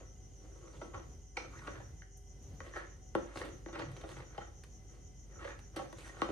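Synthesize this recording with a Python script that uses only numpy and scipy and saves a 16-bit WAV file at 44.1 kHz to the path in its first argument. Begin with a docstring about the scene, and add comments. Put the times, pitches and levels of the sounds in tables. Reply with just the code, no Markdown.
"""A plastic spoon stirs thick fruit puree in a metal pan, on the gas stove of a small tiled kitchen.
Up front on a stereo pair, its knocks and scrapes send bending waves across the pan and ring the damped
modes; the puree squelches and pops, and heavy pushes rock the pan on its support.
Behind lie a low rumble, mains hum and faint appliance tones, and farther off a high pulsing trill,
probably two crickets."""
import sys
import numpy as np
from scipy import signal
from scipy.fft import rfft, irfft, next_fast_len
from scipy.io import wavfile
from scipy.ndimage import uniform_filter1d

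SR = 44100
rng = np.random.default_rng(int(sys.argv[2]) if len(sys.argv) > 2 else 0)


def put_to_file(sound):
    """Save the sound as 16-bit audio at rate SR, in the file named by the first command-line argument."""
    columns = np.atleast_2d(sound).T  # one column per channel
    safe = np.clip(columns, -1, 1)
    whole_steps = np.round(safe * 32767)
    wavfile.write(sys.argv[1], SR, whole_steps.astype(np.int16))


N = 278271
TIME = np.arange(N) / SR
SIDES = np.array([[1], [-1]])  # left and right microphone


def undb(db):
    """Decibels to gain."""
    return 10 ** (np.asarray(db) / 20)


def unit(x):
    """Scale to rms 1."""
    return x / np.sqrt(np.mean(x ** 2))


def freqs(n):
    """Frequencies of the spectrum of n samples, 1 Hz at the least."""
    return np.maximum(np.arange(n // 2 + 1) * SR / n, 1)


def colour_db(points, hz):
    """A spectrum table read on a log-frequency axis."""
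    f, db = np.transpose(points)
    return np.interp(np.log(hz), np.log(f), db)


def shelf(hz, corner_hz):
    """Smooth step from 0 below the corner to 1 above it."""
    return 1 / (1 + (corner_hz / hz) ** 4)


def pulse(db):
    """The shortest causal pulse with this spectrum."""
    cepstrum = irfft(np.log(undb(db)))
    half = len(cepstrum) // 2
    cepstrum[1:half] *= 2
    cepstrum[half + 1:] = 0
    return irfft(np.exp(rfft(cepstrum)))


def through(x, response):
    """Convolve, keeping the length of x; one row per channel."""
    return signal.oaconvolve(np.atleast_2d(x), np.atleast_2d(response), axes=1)[:, :x.shape[-1]]


def resonate(x, hz, width_hz):
    """A resonance whose centre may move; gain 1 at the centre."""
    turn = np.exp(2j * np.pi * np.cumsum(hz) / SR)
    pole = np.exp(-np.pi * width_hz / SR)
    return 2 * np.real(turn * signal.lfilter([1 - pole], [1, -pole], x / turn))


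def add(track, start_s, sound):
    """Mix a sound into a track."""
    i = max(int(start_s * SR), 0)
    track[i:i + len(sound)] += sound[:max(N - i, 0)]


def noise(gain, width):
    """Stereo noise of rms 1 with a spectrum gain(Hz) and a side share width(Hz)."""
    n = next_fast_len(N, True)
    hz = freqs(n)
    mid, side = rng.standard_normal((2, 2 * len(hz))).view(complex) * gain(hz)
    side = side * width(hz)
    return unit(irfft(np.array([mid + side, mid - side]), n)[:, :N])


def band(centre_hz, width_hz, side):
    """Stereo noise in one bell-shaped band."""
    return noise(lambda hz: np.exp(-2 * ((hz - centre_hz) / width_hz) ** 2), lambda hz: side)


def walk(rate_hz):
    """Smooth random wandering with spread 1."""
    hold = int(SR / rate_hz)
    steps = np.repeat(rng.standard_normal(N // hold + 1), hold)
    return unit(uniform_filter1d(steps, hold)[:N])


def grains(per_s, spread_db):
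    """Random impulses of uneven size."""
    size = undb(spread_db * np.clip(rng.standard_normal(N), -2, 2))
    return unit((rng.random(N) < per_s / SR) * size * rng.choice([-1, 1], N))


# Steady appliance tones around the kitchen: f/Hz, relative level/dB, width/Hz
APPLIANCE_TONES = [(397.4, -72, 9), (750, -75.5, 27), (1510, -90.5, 44), (2032, -79.5, 47), (2900, -86, 71),
                   (3154, -84.5, 110), (5100, -83, 300)]

def appliances(level_db=-70.5):
    """Faint whines, each a narrow band of noise."""
    def bells(hz):
        return sum(undb(db) / np.sqrt(width) * np.exp(-2 * np.minimum(((hz - f) / width) ** 2, 20))
                   for f, db, width in APPLIANCE_TONES)
    return undb(level_db) * noise(bells, lambda hz: 0.7)


# The kitchen's noise floor at the microphones: f/Hz, relative level/dB
RUMBLE_SPECTRUM = [(20, -31), (36, -15), (62, 3.5), (90, 0.5), (140, -5), (185, -12.5), (260, -15.5),
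                   (420, -18), (700, -27.5), (1100, -35.5), (2400, -40.5), (4300, -43), (9000, -49.5),
                   (14000, -52.5)]

def room_tone(rumble_db=-55.0, waver_db=2.0, hum_hz=50.2, hum_db=-55.5, hum_lag_rad=0.27):
    """A low wavering rumble, much alike at both microphones, with mains hum."""
    rumble = noise(lambda hz: undb(colour_db(RUMBLE_SPECTRUM, hz)),
                   lambda hz: np.clip(hz / 1300, 0.15, 0.8))
    hum = np.sqrt(2) * np.sin(2 * np.pi * hum_hz * TIME + hum_lag_rad * SIDES)
    return rumble * undb(rumble_db + waver_db * walk(4.915)) + undb(hum_db) * hum


def cricket(pace, voice, depth_db=4.5, flutter_db=1.47):
    """Shrill regular chirps, smeared by distance."""
    chirps_so_far = np.interp(TIME, *np.transpose(pace))
    chirp_db = depth_db * (np.cos(2 * np.pi * chirps_so_far) - 0.98)
    return sum(band(hz, width, side=0.81) * undb(db + chirp_db + flutter_db * walk(70))
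               for hz, width, db in voice)


# Pace of the lower and the higher distant cricket: t/s, chirps so far
LOW_CHIRPS = [(-.05, 0), (1.29, 9), (2.45, 17), (3.70, 25), (4.75, 32), (5.36, 36), (6.37, 43)]
HIGH_CHIRPS = [(-.13, 0), (1.09, 8), (2.30, 16), (3.53, 24), (4.90, 33), (6.44, 43)]
# Their resonances as heard from the kitchen: f/Hz, width/Hz, level/dB
LOW_RESONANCES = [(5844, 345, -67.5), (6160, 440, -66.5)]
HIGH_RESONANCES = [(6390, 430, -72), (6760, 250, -69.5)]

def crickets(hiss_db=-81.5):
    """Two far insects drift in and out of step; a thin steady hiss lies above them, to the right."""
    hiss = band(8600, 1060, side=1.0) * undb(hiss_db) * np.array([[0.3], [1.3]])
    return cricket(LOW_CHIRPS, LOW_RESONANCES) + cricket(HIGH_CHIRPS, HIGH_RESONANCES) + hiss


def tiled_walls(direct, wet_db=-3.5, t60_s=0.43, treble_t60_s=0.54, build_s=0.0018, size=22050):
    """The direct sound plus a short dense tail off the tiles, wide except in the bass."""
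    t, hz = np.arange(size) / SR, freqs(size)
    mid, side = rfft(rng.standard_normal((2, size)))
    width = np.minimum(hz / 814, 1)
    reflections = (mid + SIDES * side * width) / np.sqrt(1 + width ** 2)
    treble = shelf(hz, 4600)
    low_tail = irfft(reflections * (1 - treble)) * undb(-60 * t / t60_s)
    high_tail = irfft(reflections * treble) * undb(-60 * t / treble_t60_s)
    build_up = 1 - np.exp(-(t / build_s) ** 2)
    tail = unit((low_tail + high_tail) * build_up) / np.sqrt(size)
    return direct + undb(wet_db) * through(direct, tail)


# At the stove, peaks of the pan's shudder under heavy pushes: t/s, level/dB
SHUDDER_PEAKS = [(.8, -57), (3.93, -45), (4.2, -48), (5.87, -59), (6.22, -63)]

def shudder(centre_hz=127.0, width_hz=58.0, rise_db_per_s=91, fall_db_per_s=218):
    """The pan rocks on its support: a low drone builds up to each peak and dies away."""
    levels_db = [db - np.maximum(rise_db_per_s * (s - TIME), fall_db_per_s * (TIME - s))
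                 for s, db in SHUDDER_PEAKS]
    return band(centre_hz, width_hz, side=0.16) * undb(np.max(levels_db, axis=0))


def fizz(shear_db, gain_db=-0.5, right_db=2.5):
    """Fine wet fizz scattered off the pan wall, mostly to the right microphone."""
    return band(8570, 2600, side=1.0) * undb(shear_db + gain_db - right_db * SIDES)


# Inside the pan, spectrum of a bursting wet film: f/Hz, relative level/dB
FILM_SPECTRUM = [(400, 13), (1500, 3.5), (3500, 2.5), (6000, -1), (8800, -3.5), (11000, -25), (13300, -8.5)]

def squelch(shear_db, gain_db=-3.0, pocket_db=12.5, pocket_hz=3570.0, pocket_width_hz=920.0, size=1024):
    """Tiny films burst in the sheared puree and ring air pockets that keep changing size."""
    crackle = grains(per_s=1100, spread_db=5) * undb(2 * walk(50))
    burst = pulse(colour_db(FILM_SPECTRUM, freqs(size)))
    wet = through(crackle * undb(shear_db + gain_db), burst)[0]
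    wandering_hz = pocket_hz * 2 ** (0.36 * walk(60))
    return wet + undb(pocket_db) * resonate(wet, wandering_hz, pocket_width_hz)


# The puree lets go of spoon and pan: t/s, relative level/dB, body under the top treble/dB
PUREE_POPS = [(1.6711, -68.5, 26.5), (2.171, -43.5, -31), (2.426, -59, -14), (2.776, -60, 7),
              (3.151, -50.5, 4.5), (3.373, -55.5, 18), (3.451, -53, 1), (3.79, -66, 22), (3.917, -58, 1),
              (3.9661, -66.5, 21), (4.0138, -64, 18), (4.0903, -59, 13), (4.117, -57, 4), (4.6366, -55, 8),
              (5.5906, -58, 7), (5.7615, -44, 1), (5.7704, -50.5, 9), (5.9259, -55, -2),
              (5.9847, -55.5, 7.5)]
# Spectrum of one pop: f/Hz, relative level/dB
POP_SPECTRUM = [(500, 10.5), (1500, 5), (4000, 2), (7000, -5), (9000, 4), (14000, -12.5)]

def pops(gain_db=-2.5, body_db=1.0, fade_s=0.0057, size=1024):
    """Larger pockets tear open with a short smack."""
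    out, hz = np.zeros(N), freqs(size)
    for s, db, body in PUREE_POPS:
        tear = rng.standard_normal(size) * np.exp(-np.arange(size) / SR / fade_s)
        tone_db = colour_db(POP_SPECTRUM, hz) + (body + body_db) * (1 - shelf(hz, 7300))
        add(out, s, through(tear, pulse(tone_db + db + gain_db))[0])
    return out


# Modes of the filled pan on the stove: f/Hz, relative level/dB, t60/s
PAN_MODES = [(313.4, -0.5, 0.15), (341, -3, 0.22), (407, -7, 0.12), (460, -11.5, 0.09), (526.5, 0.5, 0.074),
             (570, -1, 0.18), (721, -12.5, 0.089), (800, 0.5, 0.032), (990, -32, 0.27), (1107, -1.5, 0.058),
             (1312, 1.5, 0.061), (1424, -2, 0.033), (1556, -2, 0.064), (1850, -9, 0.12), (1935, 3.5, 0.028),
             (2150, -2, .08), (2425, -5, 0.078), (2790, 1, 0.036), (2910, -10, 0.08), (3110, 3.5, 0.065),
             (3420, -4, 0.1), (3650, 3.5, 0.035), (4130, -4, 0.11), (4460, -3, 0.12), (5200, 2, 0.13),
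             (5870, 10.5, 0.094)]

def pan_responses(count, crossing_s=0.0036, ring_db=1.5, spread_rad=0.9, mic_lag_s=0.0001, size=8192):
    """One stereo response per contact spot: a bending wave arrives treble first, then the modes ring."""
    hz, t = freqs(size), np.arange(size) / SR
    # bending speed grows as the root of frequency; crossing_s holds at 1 kHz
    wave = np.exp(-4j * np.pi * crossing_s * np.sqrt(1000 * hz))
    # the long waves reach one microphone first; the short ones scatter to both alike
    wave = wave * np.exp(1j * np.pi * hz * mic_lag_s * (1 - shelf(hz, 5060)) * SIDES)
    mode_hz, db, t60_s = np.transpose(PAN_MODES)
    decay = np.log(1000) / t60_s
    modes = np.exp(np.outer(2j * np.pi * mode_hz - decay, t)) * np.sqrt(decay)[:, None] * 38 / SR
    # every spot drives the modes in its own phases, and each mode radiates its own pattern
    _, lean, phase = rng.standard_normal((count, 3, 1, len(PAN_MODES))).swapaxes(0, 1)
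    drive = undb(db + ring_db) * np.exp(1j * (phase + spread_rad * lean * SIDES))
    ring = (drive @ modes).real
    return irfft(wave * (1 + rfft(ring)))


def swell(start_s, length_s, swell_db, fall_db_per_s, rise_db_per_s=609):
    """Envelope in dB: an attack, a steady change of swell_db that ends at 0 dB, a release."""
    t = TIME - start_s
    attack = rise_db_per_s * np.minimum(t, 0)
    ramp = swell_db * (np.clip(t / length_s, 0, 1) - 1)
    return attack + ramp - fall_db_per_s * np.maximum(t - length_s, 0)


# Pushes of the spoon through the puree, and at 1.38 s the low ring after a knock; levels relative:
# t/s, length/s, swell/dB, final scrape/dB, bass/dB, final squelch/dB, spoon hollow f/Hz, hollow/dB
STIR_SWELLS = [(0, 0.017, -5, -63, 6, -85, 1180, -2), (0.408, 0.45, 9.5, -61.5, 13, -75.5, 1190, -4),
               (0.937, 0.049, 0.5, -60, 3, -82, 980, 6), (1.38, 0.037, -2, -55.5, 8.5, -76, 1400, 3),
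               (1.514, .14, 7.5, -59.5, -11, -73, 1540, 13.5),
               (1.68, .11, -3.5, -60.5, 3.5, -79.5, 1630, 5.5),
               (2.646, 0.069, -4.5, -63.5, 9.5, -78, 1900, 2), (2.74, 0.037, 6, -48, -12, -70, 1770, 7.5),
               (3.16, 0.23, -0.5, -61.5, -3, -80, 1400, -4), (3.353, 0.04, 6, -50, 7, -61, 1470, -15),
               (3.421, 0.03, 2.5, -49, 9, -67.5, 1450, -20), (3.734, 0.071, 7, -46, 3.5, -74, 1510, -21),
               (3.89, 0.15, -3, -62, 6, -81, 1450, -18), (4.07, 0.049, 4, -55, 3, -68, 1400, -20),
               (4.17, .025, -2.5, -55.5, 1.5, -74.5, 1400, -22), (4.276, 0.14, 11, -56, -1, -80, 1710, -1),
               (4.9, .05, 4.5, -68.5, 11, -80.5, 1790, -2), (5.3, 0.13, 10.5, -60.5, 11.5, -88, 2010, 10.5),
               (5.403, 0.084, 3.5, -49.5, -3.5, -72, 1620, 0), (5.768, 0.03, 2.5, -49, 7, -76, 1680, -19),
               (5.984, 0.092, 3.5, -59.5, 1, -64, 1850, 9), (6.128, 0.11, 9.5, -51, -8, -68.5, 1400, -11),
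               (6.294, .03, -1, -53, 19.5, -74, 1300, -13)]

def shearing(drain_db_per_s=182):
    """Level in dB of the wet sounds: the puree is sheared, then drains off the spoon."""
    return np.max([wet_db + swell(s, length, grow, drain_db_per_s)
                   for s, length, grow, _, _, wet_db, *_ in STIR_SWELLS], axis=0)


def sliding(slip_off_db_per_s=212):
    """The strongest swell of the moment sets level, bass and hollow of the scrape."""
    levels_db = np.array([db + swell(s, length, grow, slip_off_db_per_s)
                          for s, length, grow, db, *_ in STIR_SWELLS])
    *_, bass_db, _, hollow_hz, hollow_db = np.transpose(STIR_SWELLS)[:, levels_db.argmax(axis=0)]
    return levels_db.max(axis=0), bass_db, hollow_hz, hollow_db


# Force of the spoon sliding on the pan: f/Hz, relative level/dB
SLIP_SPECTRUM = [(100, -25), (200, -1.5), (320, 11), (600, 5), (900, 4.5), (1500, 4), (2100, 1), (2800, -6),
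                 (4500, -12), (7000, -32), (14000, -49)]

def scrape(gain_db=1.5, bass_db=-1.5, patchy_db=2.5, hollow_width_hz=210.0, circling_hz=2.3, size=1024):
    """The spoon edge sticks and slips over the metal in uneven little runs, moving from spot to spot."""
    db, bass, hollow_hz, hollow_db = sliding()
    hz = freqs(size)
    slips = grains(per_s=1400, spread_db=3.5) * undb(db + gain_db + patchy_db * walk(110))
    slip = pulse(colour_db(SLIP_SPECTRUM, hz))
    lowpass = pulse(-20 * np.log10(1 + (hz / 650) ** 2))
    slip_bass = irfft(rfft(slip) * rfft(lowpass))
    force = (through(slips, slip) + through(slips * (undb(bass + bass_db) - 1), slip_bass))[0]
    force += undb(hollow_db) * resonate(force, hollow_hz * (1 + 0.15 * walk(25)), hollow_width_hz)
    out, spots = np.zeros((2, N)), pan_responses(count=3)
    for k, spot in enumerate(spots):
        share = (1 + np.cos(2 * np.pi * (circling_hz * TIME + k / len(spots)))) / len(spots)
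        out += through(force * share, spot)
    return out


# Up front, spoon meets pan, levels relative: t/s, level/dB, bass/dB, treble/dB,
# clack of the spoon bowl f/Hz, clack/dB, skid decay/s
SPOON_KNOCKS = [(0.814, -34.5, 1.5, -16, 1320, 3, 0.012), (0.944, -29.5, -9.5, -23, 1080, 1.5, 0.011),
                (1.369, -35, -13, -7.5, 2300, 22.5, 0.0019), (1.372, -32.5, -10.5, -4.5, 750, 6.5, 0.0042),
                (1.674, -28, -4.5, -18.5, 1370, 1, 0.0071), (1.801, -43, -15, -25, 980, 12, 0.0048),
                (2.020, -52, -23, -7.5, 1760, 15.5, 0.0023), (2.6037, -36, -8, -14, 1480, 4, 0.0021),
                (2.758, -36, -15, -22, 1800, 6, .016), (3.151, -21.5, 4, -19.5, 1400, 3.5, 0.000095),
                (3.357, -31.5, 0.5, -19.5, 1110, -0.5, 0.0053), (3.415, -31.5, -9, -14, 1770, 14, 0.0035),
                (3.661, -38, 9.5, -19, 1760, 6, 0.00051), (3.683, -38, -5, -17, 1320, 7, 0.0098),
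                (3.729, -40, 0, -8.5, 1200, 5, 0.014), (3.755, -28.5, -16, -17.5, 1300, 6, 0.0063),
                (3.7947, -30.5, -13, -13, 1030, 7.5, 0.0057), (3.965, -54, 5, -18, 1980, 8, 0.0036),
                (4.037, -36.5, -2.5, -18, 1400, 0.5, 0.015), (4.194, -37, -11, -30, 1100, 1, 0.0064),
                (4.379, -37.5, 5, -9.5, 830, 11, 0.0049), (5.448, -38, -7.5, -11, 570, 16.5, 0.0058),
                (5.763, -36.5, 4, -4.5, 760, 8, 0.011), (5.793, -35, 0, -23, 790, 16, 0.0085),
                (5.927, -41, 1, -10.5, 1220, -5, 0.0033), (6.2184, -23.5, -4, -9, 1180, 10, 0.00088),
                (6.288, -32, 7, -18, 1300, -11, 0.0053)]
# Force of one knock: f/Hz, relative level/dB
KNOCK_SPECTRUM = [(60, -11), (150, -2), (280, 5.5), (550, 2), (1200, -2), (2000, -1.5), (3000, -5.5),
                  (5000, -11), (9000, -23), (15000, -48)]

def knocks(gain_db=26.0, treble_db=2.5, clack_octaves=0.14, chatter=0.16, lead_s=0.001704, size=2048):
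    """A push, then a brief skid of the tip; soft flat contacts are bassy, the bare edge clacks."""
    out, hz, t = np.zeros((2, N)), freqs(size), np.arange(size) / SR
    spots = pan_responses(count=len(SPOON_KNOCKS))
    for (s, db, bass, treble, clack_hz, clack_db, skid_s), spot in zip(SPOON_KNOCKS, spots):
        tone_db = colour_db(KNOCK_SPECTRUM, hz)
        tone_db += bass * (1 - shelf(hz, 395)) + (treble + treble_db) * shelf(hz, 1570)
        tone_db += clack_db / (1 + (np.log2(hz / clack_hz) / clack_octaves) ** 2)
        contact = (t == 0) + chatter * rng.standard_normal(size) * np.exp(-t / skid_s)
        force = through(contact / np.linalg.norm(contact), pulse(tone_db + db + gain_db))
        for channel, sound in zip(out, through(spot, force)):
            add(channel, s - lead_s, sound)
    return out


def scene():
    """At the microphones: spoon and puree sound through pan and kitchen, over the background."""
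    shear_db = shearing()
    stirring = tiled_walls(knocks() + scrape() + squelch(shear_db) + pops())
    return stirring + fizz(shear_db) + shudder() + crickets() + room_tone() + appliances()


def record(dry, top_hz=14450):
    """The recorder cuts the top with a steep low-pass."""
    return signal.sosfilt(signal.ellip(8, 0.2, 70, top_hz, fs=SR, output="sos"), dry)


dry = scene()
out = record(dry)
put_to_file(out)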